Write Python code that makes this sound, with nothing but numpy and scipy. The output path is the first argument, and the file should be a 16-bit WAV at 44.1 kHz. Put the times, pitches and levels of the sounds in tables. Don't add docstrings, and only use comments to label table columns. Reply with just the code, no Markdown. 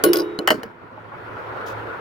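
import sys
import numpy as np
from scipy import signal
from scipy.fft import rfft, irfft
from scipy.io import wavfile
from scipy.ndimage import uniform_filter1d

SR = 44100
rng = np.random.default_rng(int(sys.argv[2]) if len(sys.argv) > 2 else 0)


def to_linear_factor(level_db):
    exponent = np.asarray(level_db, float) / 20
    return 10 ** exponent


def int16_out(signal):
    q = np.round(np.clip(np.atleast_2d(signal).T, -1, 1) * 32767)
    wavfile.write(sys.argv[1], SR, q.astype(np.int16))


N = 88244

# frequency in Hz, spread in radians.
PORT_SPREAD = [(200, 0.68), (500, 0.37), (1200, 1.32), (2000, 2.06), (3000, 0.9), (5000, 1.0), (9000, 1.96),
               (14000, 1.2)]
# frequency in Hz, left over right in dB.
PORT_LEAN = [(60, -8), (110, -4.5), (200, -5.5), (380, -0.5), (700, -4), (1290, 5), (2380, -1.5),
             (4400, -1), (8120, 5), (15000, 3)]


def evened(x):
    return x / np.sqrt(np.mean(x ** 2) + 1e-20)


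def read(points, hz):
    f, value = np.transpose(points)
    return np.interp(np.log(hz + 1), np.log(f + 1), value)


def over_time(points, t):
    return np.interp(t, *np.transpose(points))


def lumpy(count, size):
    return evened(uniform_filter1d(rng.standard_normal(count), size=size))


def add(mix, s, sound):
    part = mix[:, round(s * SR):][:, :sound.shape[1]]
    part += sound[:, :part.shape[1]]


def ring(modes, rise_s=.0007, length=.6):
    hz, db, t60 = np.transpose(modes)[:, :, None]
    t = np.arange(0, length, 1 / SR)
    gap = read(PORT_SPREAD, hz) * rng.choice([-1., 1.], hz.shape) / 2
    lean_db = read(PORT_LEAN, hz) / 2
    shape = to_linear_factor(db - 60 * t / t60) * (1 - np.exp(-t / rise_s))
    ports = [shape * to_linear_factor(side * lean_db) * np.sin(2 * np.pi * hz * t + side * gap) for side in (1, -1)]
    return np.array([port.sum(0) for port in ports])


def choked(sound, start, chokes):
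    choke_s = 0.00061
    t = start + np.arange(sound.shape[1]) / SR
    return sound * to_linear_factor(sum(db * np.clip((t - s) / choke_s, 0, 1) for s, db in chokes if s > start))


def hiss(colour, count):
    hz = np.fft.rfftfreq(count, 1 / SR)
    a, b = rfft(rng.standard_normal((2, count)))
    same = np.cos(np.clip(read(PORT_SPREAD, hz), 0, 3))
    lean = to_linear_factor(read(PORT_LEAN, hz) / 2)
    z = np.array([a * lean, (same * a + np.sqrt(1 - same ** 2) * b) / lean])
    return evened(irfft(z * to_linear_factor(read(colour, hz)) * (hz > colour[0][0] / 2), count))


def crack(colour, t60):
    # frequency in Hz, width in Hz, depth in dB.
    gaps = [(3700, 200, -14), (6150, 220, -16), (7600, 350, -12), (8700, 250, -10), (12000, 700, -20)]
    tail_db, tail_t60_s, dull_hz, dips_db, rise_s = -13, 0.17, 4000, 4.5, 0.00094
    t = np.arange(8192) / SR
    noise = hiss(colour, count=8192)
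    lumps = to_linear_factor(2.5 * lumpy(8192, 120))
    dips = to_linear_factor(dips_db * lumpy(4097, 70))
    hz = np.arange(4097) * SR / 8192
    dips *= to_linear_factor(sum(db * np.exp(-((hz - f) / width) ** 2) for f, width, db in gaps))
    r = np.exp(-2 * np.pi * dull_hz / SR)
    tail = signal.lfilter([1 - r], [1, -r], evened(irfft(rfft(noise) * dips)))
    tail = tail * lumps * to_linear_factor(tail_db - 60 * t / tail_t60_s)
    return (noise * to_linear_factor(-60 * t / t60) + tail) * np.minimum(t / rise_s, 1)


def traffic_wash():
    # time in seconds, level in dB.
    wash_db = [(0, -37), (.35, -41.5), (.6, -43.5), (.75, -49), (1.11, -45.5), (1.13, -42.5), (1.4, -38.5),
               (1.68, -36), (2, -37.5)]
    # frequency in Hz, level in dB.
    colour = [(22, -45.5), (80, -9.5), (200, -11), (372, -6.5), (1320, -4), (2200, -14.5), (4500, -33),
              (7500, -49)]
    # frequency in Hz, likeness of the ports from 0 to 1.
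    likeness = [(60, 0), (240, 0.86), (950, 0.032), (3770, 0), (15000, 0.67)]
    # frequency in Hz, left over right in dB.
    balance = [(60, -7.5), (110, -8), (200, -1.5), (380, -1.5), (700, -2), (1290, 0.5), (2380, 1),
               (4400, -1), (8120, 5.5), (15000, 2)]
    # frequency in Hz, width in Hz, gain in dB.
    doorway = [(437, 160, 6.5), (984, 110, 3.5), (1412, 120, 5.5)]
    patch_db, flicker_db, open_db = 1.5, .8, -38.5
    rumble_hz, rumble_width_hz, rumble_hold = 200, 89, 0.89
    frames, hz = N // 256 + 5, np.fft.rfftfreq(1024, 1 / SR)
    a, b, c, d, patches = rng.standard_normal((frames, 513, 5)).T
    patches = evened(uniform_filter1d(uniform_filter1d(patches, size=10, axis=0), size=8, axis=1))
    flicker = lumpy(frames, 4)
    same = np.clip(read(likeness, hz), -1, 1)[:, None]
    lean = to_linear_factor(read(balance, hz) / 2)[:, None]
    left = a + 1j * b
    z = np.array([left * lean, (same * left + np.sqrt(1 - same ** 2) * (c + 1j * d)) / lean])
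    colour_db = read(colour, hz) + sum(db * np.exp(-((hz - f) / w) ** 2) for f, w, db in doorway)
    shut_db = open_db - over_time(wash_db, np.arange(frames) * 256 / SR)
    z *= to_linear_factor(rumble_hold * shut_db * np.exp(-((hz[:, None] - rumble_hz) / rumble_width_hz) ** 2))
    z *= to_linear_factor(colour_db[:, None] + patch_db * patches + flicker_db * flicker)
    wash = evened(signal.istft(z, nperseg=1024, noverlap=768)[1][:, :N])
    # frequency in Hz, level in dB.
    mic_hiss = [(5000, -3), (8000, -5), (13000, -6.5), (16000, -0.5)]
    wash += to_linear_factor(-46) * hiss(mic_hiss, count=N)
    t = np.arange(N) / SR
    return (wash + engine_hum(t)) * to_linear_factor(over_time(wash_db, t) + 3.0)


def engine_hum(t):
    # time in seconds, swell in dB.
    swell = [(0, -8), (.7, 4), (.95, 4), (1.03, 7), (1.1, 0.5), (1.18, 7), (1.36, 8), (1.45, -2.5),
             (1.54, 4), (1.66, -3), (1.76, 7), (1.9, 3), (2, 0)]
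    hum_hz, width_hz, hum_db = 109, 10, -17
    r = np.exp(-np.pi * width_hz / SR)
    waver = signal.lfilter([1], [1, -r], rng.standard_normal(N) + 1j * rng.standard_normal(N))
    drift = evened(abs(waver)).mean() + waver / abs(waver).mean()
    hum = evened((drift * np.exp(2j * np.pi * hum_hz * t)).real)
    return to_linear_factor(hum_db + over_time(swell, t)) * hum * to_linear_factor([[-2], [2]])


def feet():
    # start in seconds, level in dB, pitch in Hz.
    bumps = [(.06, -27.5, 200), (.1, -29, 182), (0.389, -19.5, 291), (0.522, -29, 215), (0.545, -21, 297),
             (.58, -25, 258.6), (.633, -25, 467), (0.656, -32.5, 209), (.975, -31, 840),
             (1.118, -29.5, 1095), (1.135, -32.5, 860)]
    # frequency in Hz, level in dB.
    sole = [(1760, -32), (3000, -6), (6810, -8.5), (8110, -18.5), (13700, -14), (16000, -18)]
    scuff_s, length_s, scuff_db, fade_db = 1.658, 0.078, -44.5, -13
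    out = np.zeros((2, N))
    for s, db, hz in bumps:
        add(out, s, to_linear_factor(db) * ring([(hz, 0, .07), (hz * .74, -5, .06), (hz * 1.3, -6, .05)], 0.0021, .2))
    t = np.arange(0, length_s, 1 / SR)
    shape = np.clip(np.minimum(t / 0.012, (length_s - t) / 0.0078), 0, 1)
    shape = shape * to_linear_factor(scuff_db + fade_db * t / length_s)
    grain = to_linear_factor(1.7 * lumpy(len(t), 150))
    add(out, scuff_s, hiss(sole, count=8192)[:, :len(t)] * shape * grain)
    return out


def bail():
    # start in seconds, then crack, bail ring, panel boom and rattle in dB.
    drops = [(0.0374, -7, -12, -11.5, -32), (0.049, -31, -40.5, -30.5, -43), (0.1322, -13, -18.5, -36, -18),
             (.142, -45, -49, -19.5, -52), (0.1568, -25, -38, -37, -21), (0.1692, -20.5, -26.5, -33, -32),
             (0.1864, -30, -50, -24, -26), (0.1964, -29, -53, -30.5, -26), (.2024, -34, -46.5, -73, -24),
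             (0.218, -43.5, -59, -50, -33.5), (.389, -59, -68.5, -27, -60)]
    # frequency in Hz, level in dB, t60 in seconds.
    bail_modes = [(14090, 0, .055), (13190, -17, .07), (15470, -20, .16), (7224, -18, .07),
                  (8559, -12, .05), (9448, -24, .15), (10900, -10, .04), (13370, -20, .08),
                  (14810, -10, .03), (6500, -10, .04), (4800, -8, .022)]
    panel_modes = [(188.7, -25, 0.81), (287.3, -24.5, 0.73), (790, -15.5, 0.12), (916, -16.5, 0.044),
                   (314, -4.5, 0.47), (421.6, -11, 1.5), (437.2, 3, 0.088), (482.6, -8.5, 0.45),
                   (541, -7, 0.22), (601, -10, 0.2), (636, -9.5, .15), (1107, -5, 0.087),
                   (1468, -2.5, 0.085)]
    cavity_modes = [(345.85, 4.5, 0.93), (374.4, -2.5, 1)]
    rattle_modes = [(5050, 3, 0.025), (5230, -11.5, 0.014), (4450, -10.5, .02), (4820, -8.5, 0.033),
                    (5950, -16, 0.055), (3980, -9.5, 0.024)]
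    catch_modes = [(3774, -47, 1.7), (5556, -44, .5), (2896, -35, .6), (10306, -19, .13), (10610, -24, .07)]
    # frequency in Hz, level in dB.
    crack_colour = [(500, -19.5), (1300, -6), (4870, -4), (7420, -14.5), (10500, -1.5), (12000, -12.5),
                    (14000, 0.5), (16000, -17)]
    # time in seconds, change in dB.
    panel_chokes = [
        (0.126, -9.5),
        (0.23, -3),
        (.389, -3),
        (0.468, -7),
    ]
    grip_s, grip_db_per_s = .386, 900
    out, steel = np.zeros((2, N)), np.zeros((2, N))
    sing, rattle = ring(bail_modes), ring(rattle_modes)
    boom = ring(panel_modes, rise_s=0.0029) + ring(cavity_modes, rise_s=0.056)
    add(steel, drops[0][0], ring(catch_modes))
    for s, crack_db, ring_db, boom_db, rattle_db in drops:
        add(steel, s, to_linear_factor(ring_db) * sing)
        add(out, s, to_linear_factor(crack_db) * crack(crack_colour, t60=0.015))
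        add(out, s, to_linear_factor(boom_db) * choked(boom, s, panel_chokes))
        add(out, s, to_linear_factor(rattle_db) * rattle)
    gripped_s = np.maximum(np.arange(N) / SR - grip_s, 0)
    return out + steel * to_linear_factor(-grip_db_per_s * gripped_s)


def handle():
    # start in seconds, then crack, plate ring, thud and hook ring in dB.
    clicks = [(0.389, -30, -44, -25, -17.5), (0.4744, -9.5, -13.5, -20, -27), (0.476, -23, -26, -43, -34),
              (.486, -20, -15, -43, -34), (0.5037, -11, -14.5, -9.5, -17), (.508, -17, -20.5, -12, -31),
              (.5165, -21.5, -25.5, -21, -39), (.528, -42.5, -33, -34.5, -48.5), (.539, -49, -43, -31, -56),
              (0.551, -58, -43, -46, -63), (0.6319, -28.5, -38, -40, -37.5)]
    # frequency in Hz, level in dB, t60 in seconds.
    plate_modes = [(2906, -4, .05), (2972, -1, .055), (3010, -3, .05), (1830, -2, .07), (1965, -5, .06),
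                   (630, -6, .12), (733, -8, .12), (2056, -6, .06), (1300, -13, .1), (1525, -6, .07),
                   (1645, -11, .07), (3108, -10, .07), (4610, -15, .04)]
    thud_modes = [(436, 4, .075), (470, 0, .06), (339, 0, .08), (525, -3, .08), (246, -12, .12),
                  (616, -5, .1), (698, -10, .08)]
    hook_modes = [(4156, 3, 0.013), (2966, -9, 0.036), (10960, -9.5, .015), (4650, -5, 0.012),
                  (6660, -13.5, .015)]
    # frequency in Hz, level in dB.
    crack_colour = [(450, -42), (700, 3), (1900, 6), (2440, -10), (3030, -41), (4440, -6), (8000, -13),
                    (16000, -11)]
    # time in seconds, change in dB.
    plate_chokes = [(.4815, -4), (.494, -6), (.5135, -5), (.531, -13), (.641, -12)]
    thud_chokes = [(.494, -4), (.531, -5.5), (.66, -6)]
    scrape_s = 0.0027
    out, t = np.zeros((2, N)), np.arange(1024) / SR
    plate, thud, hook = ring(plate_modes, rise_s=0.0015), ring(thud_modes, rise_s=0.0031), ring(hook_modes)
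    for s, crack_db, plate_db, thud_db, hook_db in clicks:
        shove = rng.standard_normal(1024) * np.exp(-t / scrape_s)
        shove = shove[None] / np.linalg.norm(shove)
        body = signal.fftconvolve(thud, shove, axes=1)[:, :thud.shape[1]]
        chatter_db = 1.4 * lumpy(plate.shape[1], 60)
        add(out, s, to_linear_factor(crack_db) * crack(crack_colour, t60=0.021))
        add(out, s, choked(to_linear_factor(plate_db + chatter_db) * plate, s, plate_chokes))
        add(out, s, choked(to_linear_factor(thud_db) * body, s, thud_chokes))
        add(out, s, to_linear_factor(hook_db) * hook)
    return out


def scene():
    return traffic_wash() + feet() + bail() + handle()


def low_pass(x):
    return signal.sosfilt(signal.butter(12, 16840, fs=SR, output="sos"), x)


def record(dry):
    knee_db, squeeze, recover_db_per_s = -12, 0.39, 80.5
    ceiling, edge_hz = .97, 16300
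    power_db = 10 * np.log10(abs(uniform_filter1d((dry ** 2).mean(0), size=200)) + 1e-12)
    fall = np.arange(N) * recover_db_per_s / SR
    held_db = np.maximum.accumulate(power_db + fall) - fall
    over_db = np.maximum(held_db - knee_db, 0)
    held = dry * to_linear_factor(2.5 - squeeze * uniform_filter1d(over_db, size=100))
    held = held / (1 + (held / ceiling) ** 4) ** .25
    edge = signal.firwin(255, edge_hz, window=("kaiser", 8), fs=SR)
    return low_pass(signal.oaconvolve(held, edge[None], "same"))


dry = scene()
out = record(dry)
int16_out(out)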